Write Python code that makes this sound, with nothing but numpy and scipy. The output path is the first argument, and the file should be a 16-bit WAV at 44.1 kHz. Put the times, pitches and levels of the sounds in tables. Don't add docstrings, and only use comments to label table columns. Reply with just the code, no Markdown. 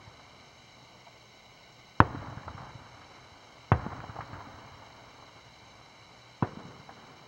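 import sys
import numpy as np
from scipy import signal
from scipy.fft import rfft, irfft, next_fast_len
from scipy.io import wavfile

SR = 44100
rng = np.random.default_rng(int(sys.argv[2]) if len(sys.argv) > 2 else 0)


def natural_amplitude(level_db):
    exponent = np.asarray(level_db, float) / 20
    return 10 ** exponent


def store_pcm(level_fs):
    pcm = np.round(np.clip(level_fs, -1, 1) * 32767).astype(np.int16)
    wavfile.write(sys.argv[1], SR, np.atleast_2d(pcm).T)


N = 320607
TIME = np.arange(N) / SR
SIZE = next_fast_len(N + SR)
FREQ = np.maximum(np.arange(SIZE // 2 + 1) * SR / SIZE, 1)

# t/s, front level/dB, front width/ms, ground echo level/dB, ground echo delay/ms
BLASTS = [
    (2.00354, -.9, .16, -6, .75),
    (3.71894, -3.9, .155, -11, .9),
    (6.4247, -19.5, .21, 3.5, .9),
]


def rms_one(x):
    return x / np.sqrt(np.mean(x ** 2) + 1e-20)


def shaped(x, response):
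    return irfft(rfft(x, SIZE) * response, SIZE)[:N]


def coloured(points):
    hz, level_db = np.transpose(points)
    spectrum_db = np.interp(np.log(FREQ), np.log(hz), level_db, -90, -90)
    return rms_one(shaped(rng.standard_normal(N), natural_amplitude(spectrum_db)))


def drift(rate_hz):
    r = np.exp(-2 * np.pi * rate_hz / SR)
    wander = signal.lfilter([1], [1, -2 * r, r * r], rng.standard_normal(N + SR))
    return rms_one(wander[SR:])


def band(x, low_hz, high_hz):
    return signal.sosfilt(signal.butter(2, [low_hz, high_hz], "band", fs=SR, output="sos"), x)


def resonance(hz, width_hz):
    return 1j * FREQ * width_hz / (hz ** 2 - FREQ ** 2 + 1j * FREQ * width_hz)


def dying(age, t60):
    return (age > 0) * natural_amplitude(-60 * np.clip(age, 0, 9 * t60) / t60)


def through_air(x):
    return shaped(x, np.exp(-(FREQ / 2800) ** 2))


def whirr():
    # f/Hz, width/Hz, level/dB
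    modes = [(1510, 66, -3), (2157, 206, 0), (2630, 51, -35), (2934, 258, -4), (3545, 44, -13.5),
             (3960, 131, 0.5), (4340, 49, -4), (4694, 290, -12), (5452, 198, -7), (6307, 166, -8),
             (6770, 120, -16), (7200, 410, -20.5), (7790, 230, -23.5), (9400, 100, -30.5),
             (2359, 37, -3), (3187, 21, -1.5), (6080, 59, -14.5), (1740, 140, -20.5)]
    # f/Hz, width/Hz
    notches = [(2450, 27), (2700, 60), (3330, 200), (5830, 220), (6900, 60), (7500, 200)]
    struck = rng.random(N) < 260 / SR
    strength_db = 2.0 * np.minimum(rng.exponential(1, N), 4)
    ticks = struck * natural_amplitude(strength_db) * rng.choice([-1, 1], N)
    friction = rng.standard_normal(N) * natural_amplitude(1.0 * drift(110))
    drive = rms_one(ticks) * 0.42 + friction
    casing = 0
    for k, (hz, width_hz, level_db) in enumerate(sorted(modes)):
        sign = (-1) ** k
        casing = casing + sign * natural_amplitude(level_db) * resonance(hz, 1.54 * width_hz) ** 2
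    for hz, width_hz in notches:
        casing = casing * (1 - 1.3 * resonance(hz, width_hz))
    return natural_amplitude(-58.5) * rms_one(shaped(drive, casing))


def hum():
    return natural_amplitude(-68) * rms_one(shaped(rng.standard_normal(N), resonance(120.8, 6.4) ** 2))


def whistles():
    # f/Hz, level/dB
    tones = [(14971, -109), (15030, -109), (15741, -84), (15784, -103)]
    scan_hz, scan_db = 15741, -82.5
    beat_s, beat_low_s, beat_depth = 2.97, 0.08, 0.74
    swell = 1 - beat_depth * np.cos(2 * np.pi * (TIME - beat_low_s) / beat_s)
    out = natural_amplitude(scan_db) * swell * np.sin(2 * np.pi * scan_hz * TIME)
    for hz, level_db in tones:
        if abs(hz - scan_hz) > 20:
            out += natural_amplitude(level_db - 6) * np.sin(2 * np.pi * hz * TIME)
    return out


def hiss():
    # f/Hz, level/dB per Hz
    circuit = [(1500, -13), (4000, 11), (8000, -4), (11000, -9.5), (14000, -13), (15800, -13)]
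    return natural_amplitude(-70.5) * coloured(circuit)


def town():
    # f/Hz, level/dB per Hz
    streets = [(13, -73), (22, -7.5), (91, -6.5), (102, -15.5), (114, -3.5), (210, -9), (396, -12),
               (478, -10.5), (720, -8), (1260, -12.5), (1460, -21), (1700, -31), (1900, -35), (2470, -33),
               (4180, -120)]
    return natural_amplitude(-58.5) * rms_one(coloured(streets) * natural_amplitude(0.76 * drift(10.0)))


def roll():
    # f/Hz, level/dB per Hz
    heavy_rumble = [(15, -44), (25, -5), (55, -2), (113, 5.5), (183, -8.5), (299, -2.5), (379, -25.5),
                    (500, -23), (650, -40), (1100, -120)]
    # f/Hz, level/dB per Hz
    light_rumble = [(15, -69.5), (25, -37), (64, -12), (145, -4.5), (183, -5.5), (251, -9), (307, -10.5),
                    (339, -13), (500, -10), (650, -33), (1100, -120)]
    # f/Hz, level/dB per Hz
    clatter_spectrum = [(210, -8), (350, -6.5), (388, -5.5), (960, 1.5), (1420, -4), (2170, -15.5),
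                        (2660, -26), (2920, -34), (3200, -21), (4160, -79), (7040, -120)]
    # delay/s, level/dB
    terrain = [(.03, 0.5), (.2, -0.5), (.33, -5), (.41, -5.5), (.49, -6.5), (.64, -6), (.8, -8.5),
               (1.1, -13), (2.8, -24.5)]
    # t/s, rumble level/dB, rumble fade/(dB/s), clatter level/dB, clatter fade/(dB/s)
    rolls = [
        (-.28, -54, 4.5, -53.5, 3.5),
        (2.0035, -43.5, 4.5, -46, -1.64),
        (3.7189, -45, 0.5, -44.5, -1),
        (6.4247, -48.5, 7, -52, 2),
    ]
    onset_s = 0.024
    rumble_power, clatter_power = np.zeros(N), np.zeros(N)
    for s, rumble_db, rumble_fade, clatter_db, clatter_fade in rolls:
        age = TIME - s
        answer_db = np.interp(age, *np.transpose(terrain))
        onset = np.clip(age / onset_s, 0, 1) ** 4
        rumble_power += onset * natural_amplitude(answer_db + rumble_db - rumble_fade * age) ** 2
        clatter_power += onset * natural_amplitude(answer_db + clatter_db - clatter_fade * age) ** 2
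    lumps = drift(25.0)
    low = np.where(TIME < BLASTS[-1][0], coloured(heavy_rumble), coloured(light_rumble))
    rumble = rms_one(low * natural_amplitude(0.88 * lumps))
    clatter = rms_one(coloured(clatter_spectrum) * natural_amplitude(1.56 * lumps + 0.76 * drift(70)))
    return np.sqrt(rumble_power) * rumble + np.sqrt(clatter_power) * clatter


def thuds():
    # t/s, peak level/dB, f/Hz
    faces = [(0.068, -43.5, 105), (2.099, -32, 110), (2.141, -28, 263), (2.162, -36, 121),
             (4.531, -43, 88.8), (2.274, -38.5, 130), (2.364, -32.5, 126), (2.461, -35.5, 105),
             (2.484, -36.5, 80), (2.54, -34.5, 111), (2.597, -37.5, 140), (2.619, -40, 120),
             (2.745, -36.5, 111), (3.311, -48, 83.4), (3.824, -35, 105), (3.857, -25.5, 200),
             (3.983, -36.5, 140), (4.086, -32, 106), (4.65, -46, 111), (4.184, -36, 111), (4.214, -40, 114),
             (4.323, -35, 110), (4.344, -38, 109), (4.465, -40.5, 257), (6.524, -37.5, 185),
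             (6.565, -33, 201), (6.594, -38, 199), (6.645, -37.5, 170), (6.674, -42, 150),
             (6.791, -43.5, 127)]
    out, age = np.zeros(N), np.arange(SR // 5) / SR
    for s, peak_db, hz in faces:
        at = round((s + 0.00625) * SR)
        swell = np.clip(age * hz / 0.31, 0, 1)
        swing = dying(age, 7.0 / hz) * swell * np.sin(2 * np.pi * hz * age)
        out[at:at + len(age)] += natural_amplitude(peak_db + 3.5) * swing[:N - at]
    return out


def slaps():
    # t/s, peak level/dB, centre f/Hz, smear t60/s
    walls = [(0.194, -42.5, 900, 0.14), (1.066, -44, 721, 0.15), (2.151, -33.5, 1110, .05),
             (2.218, -35.5, 643, 0.053), (2.269, -39, 1130, .1), (2.324, -35, 696, 0.036),
             (2.372, -33, 1110, 0.064), (2.43, -39, 1180, 0.087), (2.478, -27.5, 970, 0.069),
             (2.576, -35.5, 1020, 0.18), (2.615, -38.5, 890, 0.12), (2.669, -40, 905, .05),
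             (3.013, -41.5, 1250, 0.093), (3.843, -34, 1200, .05), (3.917, -35, 687, .095),
             (4.002, -29, 1360, 0.026), (4.039, -26, 670, 0.027), (4.096, -33, 1100, 0.046),
             (4.162, -30.5, 885, 0.049), (4.186, -31, 810, .075), (4.205, -27.5, 1240, 0.082),
             (4.33, -34.5, 1150, 0.16), (4.403, -35, 895, 0.076), (3.863, -25.5, 935, 0.04),
             (4.647, -40, 900, .09), (4.819, -42, 929, 0.18), (5.223, -41, 784, 0.13),
             (6.967, -43.5, 910, 0.12), (6.89, -35, 890, .09), (7.03, -44, 1000, .09)]
    sharp = 0.57
    out, age = np.zeros(N), np.arange(SR // 8) / SR
    for s, peak_db, hz, smear_t60 in walls:
        copy = dying(age, 0.007) * np.sin(2 * np.pi * hz * age)
        scatter = rms_one(band(rng.standard_normal(len(age)), hz * 0.75, hz * 1.48))
        scatter = scatter * dying(age, smear_t60) * np.clip(age / 0.0022, 0, 1)
        slap = natural_amplitude(peak_db) * (copy * 2.37 * sharp + scatter * (1 - sharp) * 1.25)
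        at = round((s + 0.001586) * SR)
        out[at:at + len(age)] += slap[:N - at]
    return through_air(out)


def pressure_front(age, level_db, width_ms):
    side_ms = width_ms * np.where(age < 0, 1.3, 1)
    return -natural_amplitude(level_db) * np.exp(-0.5 * (age * 1e3 / side_ms) ** 2)


def blasts():
    # crack f/Hz, crack level/dB, crack t60/s, thump starting f/Hz, thump level/dB, thump t60/s
    ringing = [(1020, -4.5, .016, 128, -12.5, .075), (1050, -26, .03, 130, -11.5, .07),
               (980, -19.5, .025, 200, -14, .055)]
    # low f/Hz, high f/Hz, t60/s
    near_bands = [(57, 140, 0.27), (184, 654, 0.16), (520, 1120, 0.11), (1100, 1450, 0.049),
                  (2030, 2860, 0.034)]
    near_levels = [(-28.5, -21, -22, -24, -19.5), (-23.5, -22.5, -21, -19, -17.5),
                   (-43, -26.5, -27, -24, -29.5)]
    # f/Hz, width/Hz, level/dB
    body = [(291, 72, -1), (593, 61, 0), (1690, 870, 10), (2670, 1200, -22)]
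    rattle = 3.5
    thump_end_hz, sag_s, thump_lag_s = 92, 0.0045, 0.00145
    fronts, blows, after = np.zeros(N), np.zeros(N), np.zeros(N)
    white = rng.standard_normal(N)
    near = [rms_one(band(white, low_hz, high_hz)) for low_hz, high_hz, _ in near_bands]
    for blast, rings, levels in zip(BLASTS, ringing, near_levels):
        s, front_db, width_ms, ground_db, ground_ms = blast
        crack_hz, crack_db, crack_t60, thump_hz, thump_db, thump_t60 = rings
        age = TIME - s
        pair = pressure_front(age, front_db, width_ms)
        pair += natural_amplitude(ground_db) * pressure_front(age - ground_ms / 1e3, front_db, width_ms)
        fronts += pair
        blows += natural_amplitude(rattle * front_db) * pair
        back = age - 0.15 / crack_hz
        after += natural_amplitude(crack_db) * dying(back, crack_t60) * np.sin(2 * np.pi * crack_hz * back)
        late = age - thump_lag_s
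        sag = (thump_hz - thump_end_hz) * sag_s * (1 - np.exp(-np.abs(late) / sag_s))
        turns = thump_end_hz * late + sag
        after += natural_amplitude(thump_db) * dying(late, thump_t60) * np.sin(2 * np.pi * turns)
        rise = np.clip(age / 0.005, 0, 1)
        for noise, (_, _, t60), level_db in zip(near, near_bands, levels):
            after += natural_amplitude(level_db) * rise * dying(age, t60) * noise
    shaking = sum(natural_amplitude(level_db) * resonance(hz, width_hz) for hz, width_hz, level_db in body)
    return fronts + shaped(blows, shaking) + through_air(after)


def scene():
    camera = whirr() + hum() + whistles() + hiss()
    echoes = roll() + thuds() + slaps()
    return (camera + town() + echoes + blasts())[None]


def band_limit(x):
    return signal.sosfilt(signal.butter(12, 16510, fs=SR, output="sos"), x)


def record(dry):
    heard = signal.sosfilt(signal.butter(2, 52, "high", fs=SR, output="sos"), dry)
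    return band_limit(np.clip(heard, -1, 1))


dry = scene()
out = record(dry)
store_pcm(out)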